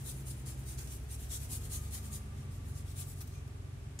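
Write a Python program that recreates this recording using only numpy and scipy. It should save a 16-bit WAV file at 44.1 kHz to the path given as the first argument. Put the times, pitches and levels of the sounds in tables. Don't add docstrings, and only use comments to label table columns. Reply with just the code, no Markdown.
import sys
import numpy as np
from scipy import signal
from scipy.fft import rfft, irfft
from scipy.io import wavfile

SR = 44100
rng = np.random.default_rng(int(sys.argv[2]) if len(sys.argv) > 2 else 0)


def to_wav(sig):
    pcm = np.clip(np.atleast_2d(sig), -1, 1) * 32767
    pcm = np.round(pcm).astype(np.int16)
    wavfile.write(sys.argv[1], SR, pcm.T)


N = 176400
TIME = np.arange(N) / SR
HZ = np.maximum(np.fft.rfftfreq(N, 1 / SR), 1)

# fastest moment t/s, rise/s, fall/s, relative level/dB, body gain/dB
CUT_STROKES = [(0.088, 0.039, 0.038, -46, 0.5), (0.296, 0.036, 0.034, -48.5, -2),
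               (0.474, 0.016, 0.063, -49.5, 1), (0.698, 0.038, 0.052, -50.5, 1),
               (0.933, 0.044, 0.037, -51, 1), (1.133, 0.037, 0.028, -50.5, -0.5),
               (1.344, 0.043, 0.032, -43.5, 2.7), (1.538, 0.04, 0.039, -43.5, 0),
               (1.743, 0.037, 0.04, -42.5, -0.5), (1.949, 0.033, 0.038, -44.5, 2),
               (2.153, 0.04, 0.028, -46.5, 0.5), (2.41, 0.078, 0.046, -67, 7),
               (2.532, 0.025, 0.053, -64, 2.5), (2.787, 0.046, 0.033, -56.5, 2.5),
               (3.012, 0.05, 0.025, -46, 0)]
RETURN_STROKES = [(0.015, 0.042, 0.022, -57, -1), (0.181, 0.064, 0.053, -58.5, -3),
                  (0.376, 0.042, 0.063, -61, -2), (0.597, 0.033, 0.051, -59.5, -2),
                  (0.785, 0.011, 0.084, -54, 3), (1.018, 0.038, 0.083, -67.5, -2),
                  (1.226, 0.045, 0.05, -54, -0.5), (1.422, 0.031, 0.05, -53, 2),
                  (1.665, 0.063, 0.017, -53, 1), (1.852, 0.062, 0.058, -59, 2),
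                  (2.062, 0.043, 0.029, -55, 2.5), (2.689, 0.053, 0.046, -62.5, 1.5),
                  (2.905, 0.048, 0.029, -59, 2.5), (3.096, 0.042, 0.042, -54.6, -3.5),
                  (3.175, 0.016, 0.06, -59.5, 0), (3.345, 0.089, 0.056, -69.5, 11)]
# f/Hz, relative level/dB
CUT_SPECTRUM = [(400, -12.5), (1200, -10.5), (2500, -8.5), (3600, -6), (4400, -5.5), (5300, -5),
                (6200, 0.4), (9800, 3.5), (12500, -2), (15500, -7)]
RETURN_SPECTRUM = [(400, -35), (1200, -4), (2500, -3), (3600, -1.5), (5000, -2), (6400, 2.5), (9800, 6),
                   (12500, 1), (15500, -1.5)]
# f/Hz, bandwidth/Hz, relative level/dB
SHEET_MODES = [(1210, 71, -11), (3440, 50, -6), (3830, 67, -3), (4400, 90, -9), (5470, 20, 3),
               (6150, 150, -13), (7500, 72, -6), (8500, 80, -7), (8700, 25, -17), (9340, 25, -5),
               (9560, 46, -12), (9773, 40, -12), (10500, 53, -15)]
# f/Hz, left minus right/dB
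GRATER_BALANCE = [(2000, -.3), (5500, .4), (9000, 2.4), (12500, 4.4)]
# f/Hz, correlation
ROOM_CORRELATION = [(80, 0.98), (170, 0.75), (330, 0.61), (700, 0.093), (2500, -0.07), (6000, -0.056)]
# f/Hz, relative level/dB
HISS_SPECTRUM = [(20, -26), (35, -8), (55, -1), (135, 5), (170, -10), (260, -4.5), (320, -14.5),
                 (400, -8.5), (520, -17.5), (740, -16), (950, -20.5), (1600, -22), (2500, -23),
                 (4500, -29.5), (9000, -28.5), (12000, -34.5), (15500, -45)]
# t/s, level/dB
HISS_ENVELOPE = [(0, -50), (1.5, -50.5), (2.4, -50.5), (3.2, -52), (4, -52)]
# f/Hz, level/dB
FAN_TONES = [(49.2, -57.5), (148.3, -59.5), (390, -73), (588, -86.5)]
# t/s, firing rate/Hz
FIRING_RATE = [(0.0, 28.59), (0.3, 28.12), (0.8, 27.04), (1.25, 26.27), (1.65, 24.86), (2.0, 23.83),
               (2.4, 23.02), (2.8, 22.68), (3.4, 22.5), (4.0, 22.19)]
# t/s, gain/dB
ENGINE_GAIN = [(0, -3.5), (.6, -0.5), (1.3, -1), (1.65, 5.5), (2.25, -3), (2.5, 0.5), (3.0, 0.1),
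               (3.22, -0.5), (3.35, -0.5), (4, -2.5)]
# f/Hz, relative level/dB
EXHAUST_SPECTRUM = [(25, -90), (45, -56.5), (52, -52), (68, -53), (80, -59), (91, -45.5), (99, -50.5),
                    (112, -51), (123, -65), (138, -52), (160, -81.5), (205, -70.5), (270, -74.5),
                    (450, -83)]
PUFF_SPECTRUM = [(60, 21), (120, 0), (250, 7), (420, -14), (700, -21), (2000, -28), (6000, -48)]
# t/s, f/Hz, level/dB of each of harmonics 1, 2, 3 and 5
DRONE_TRACK = [(0, 65.73, -50, -48.5, -64.5, -67), (.7, 65.62, -46.5, -48, -63, -66.5),
               (1.05, 65.87, -44.5, -60, -72, -81), (1.45, 70, -46, -55, -69.5, -77),
               (2.15, 70.06, -45, -65, -56.5, -76), (2.7, 69.96, -51, -57.5, -66.5, -88),
               (3.3, 68.76, -55, -63.5, -88, -90), (4, 69.95, -58, -53.5, -68, -90)]
# t/s, relative level/dB, decay/s
TOOTH_CATCHES = [(0.06, -42, 0.0069), (0.272, -48, .005), (0.4614, -45, .0055), (0.784, -43.5, .005),
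                 (0.7905, -45.5, 0.0039), (0.873, -44, 0.0063), (0.9234, -45, 0.0066),
                 (1.1048, -49, 0.0048), (1.421, -47, .0055), (2.038, -51.5, .005), (2.6835, -55, .0055),
                 (3.206, -41, 0.0084), (3.212, -44, 0.01), (3.2735, -49, .008), (3.4759, -55.5, 0.007)]
# f/Hz, relative level/dB
CATCH_SPECTRUM = [(400, -3), (1200, -3.5), (3600, -3), (8000, 2.5), (15500, -1)]
# t/s, f/Hz, level/dB
WHINE_TRACK = [(1.4, 1270, -84), (1.78, 1235, -65.5), (1.98, 1205, -70), (2.13, 1180, -62.5),
               (2.2, 1175, -71), (2.33, 1188, -68), (2.6, 1155, -71), (3.1, 1175, -72.5), (3.6, 1174, -72),
               (4, 1176, -79)]
# t/s, f/Hz, level/dB, t60/s
BOWL_BRUSHES = [(3.349, 2426, -65, 0.2)]
# t/s, relative level/dB
CLINK_TOUCHES = [(3.988, -51), (3.9907, -39.5), (3.9922, -40), (3.9965, -43.5)]
# f/Hz, relative level/dB, t60/s
METAL_MODES = [(5640, -16, 0.045), (6520, -11, 0.03), (7110, 0.5, 0.024), (7780, -6, 0.017),
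               (8600, -12, 0.012), (10200, -13, .02)]


def from_db(db):
    return 10 ** (np.asarray(db) / 20)


def unit_rms(x):
    return x / np.sqrt(np.mean(x ** 2) + 1e-20)


def in_time(rows):
    times, *columns = np.transpose(rows)
    return [np.interp(TIME, times, column) for column in columns]


def at_hz(points, hz):
    f, value = np.transpose(points)
    return np.interp(np.log(hz), np.log(f), value)


def coloured(x, spectrum):
    return irfft(rfft(x) * unit_rms(from_db(at_hz(spectrum, HZ))), N)


def drift(rate_hz, points=4096):
    hz = np.fft.rfftfreq(points, N / SR / points)
    slow = irfft(rfft(rng.standard_normal(points)) / (1 + (hz / rate_hz) ** 2), points)
    return np.interp(np.arange(N) * points / N, np.arange(points), unit_rms(slow))


def tone(turns, db):
    return np.sqrt(2) * from_db(db) * np.cos(2 * np.pi * turns)


def ring(start, hz, db, t60):
    age = np.maximum(TIME - start, 0)
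    return from_db(db - 60 * age / t60) * np.sin(2 * np.pi * hz * age)


def diffuse(spectrum):
    mid, side = rfft(coloured(rng.standard_normal((2, N)), spectrum))
    alike = at_hz(ROOM_CORRELATION, HZ)
    return irfft(np.sqrt((1 + alike) / 2) * mid + np.sqrt((1 - alike) / 2) * side * [[1], [-1]], N)


def reflections(x, t60):
    t = TIME[TIME < t60]
    response = rng.standard_normal((2, SR))[:, :len(t)] * from_db(-60 * t / t60)
    response /= np.sqrt(np.sum(response ** 2, axis=1, keepdims=True))
    return signal.fftconvolve(x, response, axes=1)


def rasp(strokes, spectrum, grains_per_s=4500, rub_share=0.53, tooth_rows_per_s=59, body_edge_hz=7200):
    power = np.zeros(N)
    for fastest, rise, fall, db, _ in strokes:
        from_peak = abs(TIME - fastest) / np.where(TIME < fastest, rise, fall)
        power += from_db(db) ** 2 * np.exp(-2 * from_peak ** 2.52)
    force = np.sqrt(power)
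    activity = np.sqrt(force / force.max()) + 0.036
    sizes = from_db(np.minimum(rng.exponential(1, N), 4)) * rng.choice([-1, 1], (2, N))
    torn = rng.random(N) < grains_per_s * activity / SR
    grains = unit_rms(sizes * torn / np.sqrt(activity))
    tearing = np.sqrt(1 - rub_share) * grains + np.sqrt(rub_share) * rng.standard_normal((2, N))
    roughness = from_db(-1.07 * drift(tooth_rows_per_s))
    sound = coloured(force * tearing * roughness, spectrum)
    body = irfft(rfft(sound) / (1 + (HZ / body_edge_hz) ** 10), N)
    body_gain = from_db(in_time(strokes)[-1])
    return sound + (body_gain - 1) * body


def steel_sheet(x, ring_db=-6):
    out = x.copy()
    for hz, width, db in SHEET_MODES:
        radius = np.exp(-np.pi * width / SR)
        feedback = [1, -2 * radius * np.cos(2 * np.pi * hz / SR), radius ** 2]
        out += from_db(db + ring_db) * (1 - radius ** 2) * signal.lfilter([1, 0, -1], feedback, x)
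    return out


def mottled(x, spread_db=2.4, rate_hz=14):
    centres_hz = np.linspace(2600, 15500, num=56)
    spectrum = rfft(x)
    bands = (irfft(spectrum * np.interp(HZ, centres_hz, peak), N) for peak in np.eye(len(centres_hz)))
    return sum(band * from_db(spread_db * drift(rate_hz)) for band in bands)


def bowl_reflections(x, moves_per_s=12):
    hop = SR // moves_per_s
    padded = np.pad(x, ((0, 0), (hop, 2 * hop)))
    out = np.zeros((2, N + SR))
    for i in range(0, N + hop, hop):
        echo = reflections(padded[:, i:i + 2 * hop] * signal.windows.cosine(2 * hop), t60=0.043)
        out[:, i:i + echo.shape[1]] += echo
    return out[:, hop:hop + N]


def room_hiss():
    return from_db(in_time(HISS_ENVELOPE)[0]) * diffuse(HISS_SPECTRUM)


def fan():
    return sum(tone(hz * TIME + rng.random(), db) for hz, db in FAN_TONES)


def slowing_engine(puff_db=-65.5):
    firing_hz, = in_time(FIRING_RATE)
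    gain_db, = in_time(ENGINE_GAIN)
    turns = np.cumsum(firing_hz) / SR - 0.67
    thump = sum(tone(k * turns, at_hz(EXHAUST_SPECTRUM, k * firing_hz)) for k in range(1, 7))
    rattle = sum(tone(k * turns + rng.random() + 0.17 * drift(5), at_hz(EXHAUST_SPECTRUM, k * firing_hz))
                 for k in range(7, 20))
    puff = from_db(puff_db) * (1 + np.cos(2 * np.pi * turns)) * diffuse(PUFF_SPECTRUM)
    return from_db(gain_db) * (thump + rattle + puff)


def droning_engine():
    hz, *levels = in_time(DRONE_TRACK)
    turns = np.cumsum(hz) / SR
    return sum(tone(k * turns + rng.random(), db + 0.5 * drift(0.92))
               for k, db in zip((1, 2, 3, 5), levels))


def tooth_catches(gain_db=-6.5):
    envelope = sum(from_db(db + gain_db) * (TIME >= start) * np.exp(-abs(TIME - start) / decay)
                   for start, db, decay in TOOTH_CATCHES)
    return coloured(envelope * rng.standard_normal((2, N)), CATCH_SPECTRUM)


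def street_whine(width_hz=30):
    hz, db = in_time(WHINE_TRACK)
    turns = np.cumsum(hz) / SR
    in_phase, quadrature = tone(turns, db), tone(turns + 1 / 4, db)
    channels = [in_phase * drift(width_hz) + quadrature * drift(width_hz) for _ in range(2)]
    return np.array(channels) / np.sqrt(2)


def bowl_brush():
    return sum(ring(*brush) for brush in BOWL_BRUSHES)


def clink(spread_db=1.9):
    return sum(ring(start, hz, db + mode_db + rng.normal(0, spread_db), t60)
               for start, db in CLINK_TOUCHES for hz, mode_db, t60 in METAL_MODES)


def scene():
    cuts = from_db(-1.96) * rasp(CUT_STROKES, CUT_SPECTRUM)
    returns = from_db(-1) * rasp(RETURN_STROKES, RETURN_SPECTRUM)
    grater = mottled(steel_sheet(cuts + returns + tooth_catches())) + bowl_brush() + clink()
    bowl = from_db(-1) * bowl_reflections(grater)
    kitchen = from_db(-7.5) * reflections(grater, t60=0.48)[:, :N]
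    balance = from_db(at_hz(GRATER_BALANCE, HZ) * np.array([[.5], [-.5]]))
    foreground = irfft(rfft(grater + bowl + kitchen) * balance, N)
    return foreground + room_hiss() + fan() + slowing_engine() + droning_engine() + street_whine()


def record(dry):
    bass_cut_hz, top_cut_hz = 35, 15600
    thinned = irfft(rfft(dry) / np.sqrt(1 + (bass_cut_hz / HZ) ** 10), N)
    return signal.sosfilt(signal.ellip(12, .1, 80, top_cut_hz, fs=SR, output="sos"), thinned)


dry = scene()
out = record(dry)
to_wav(out)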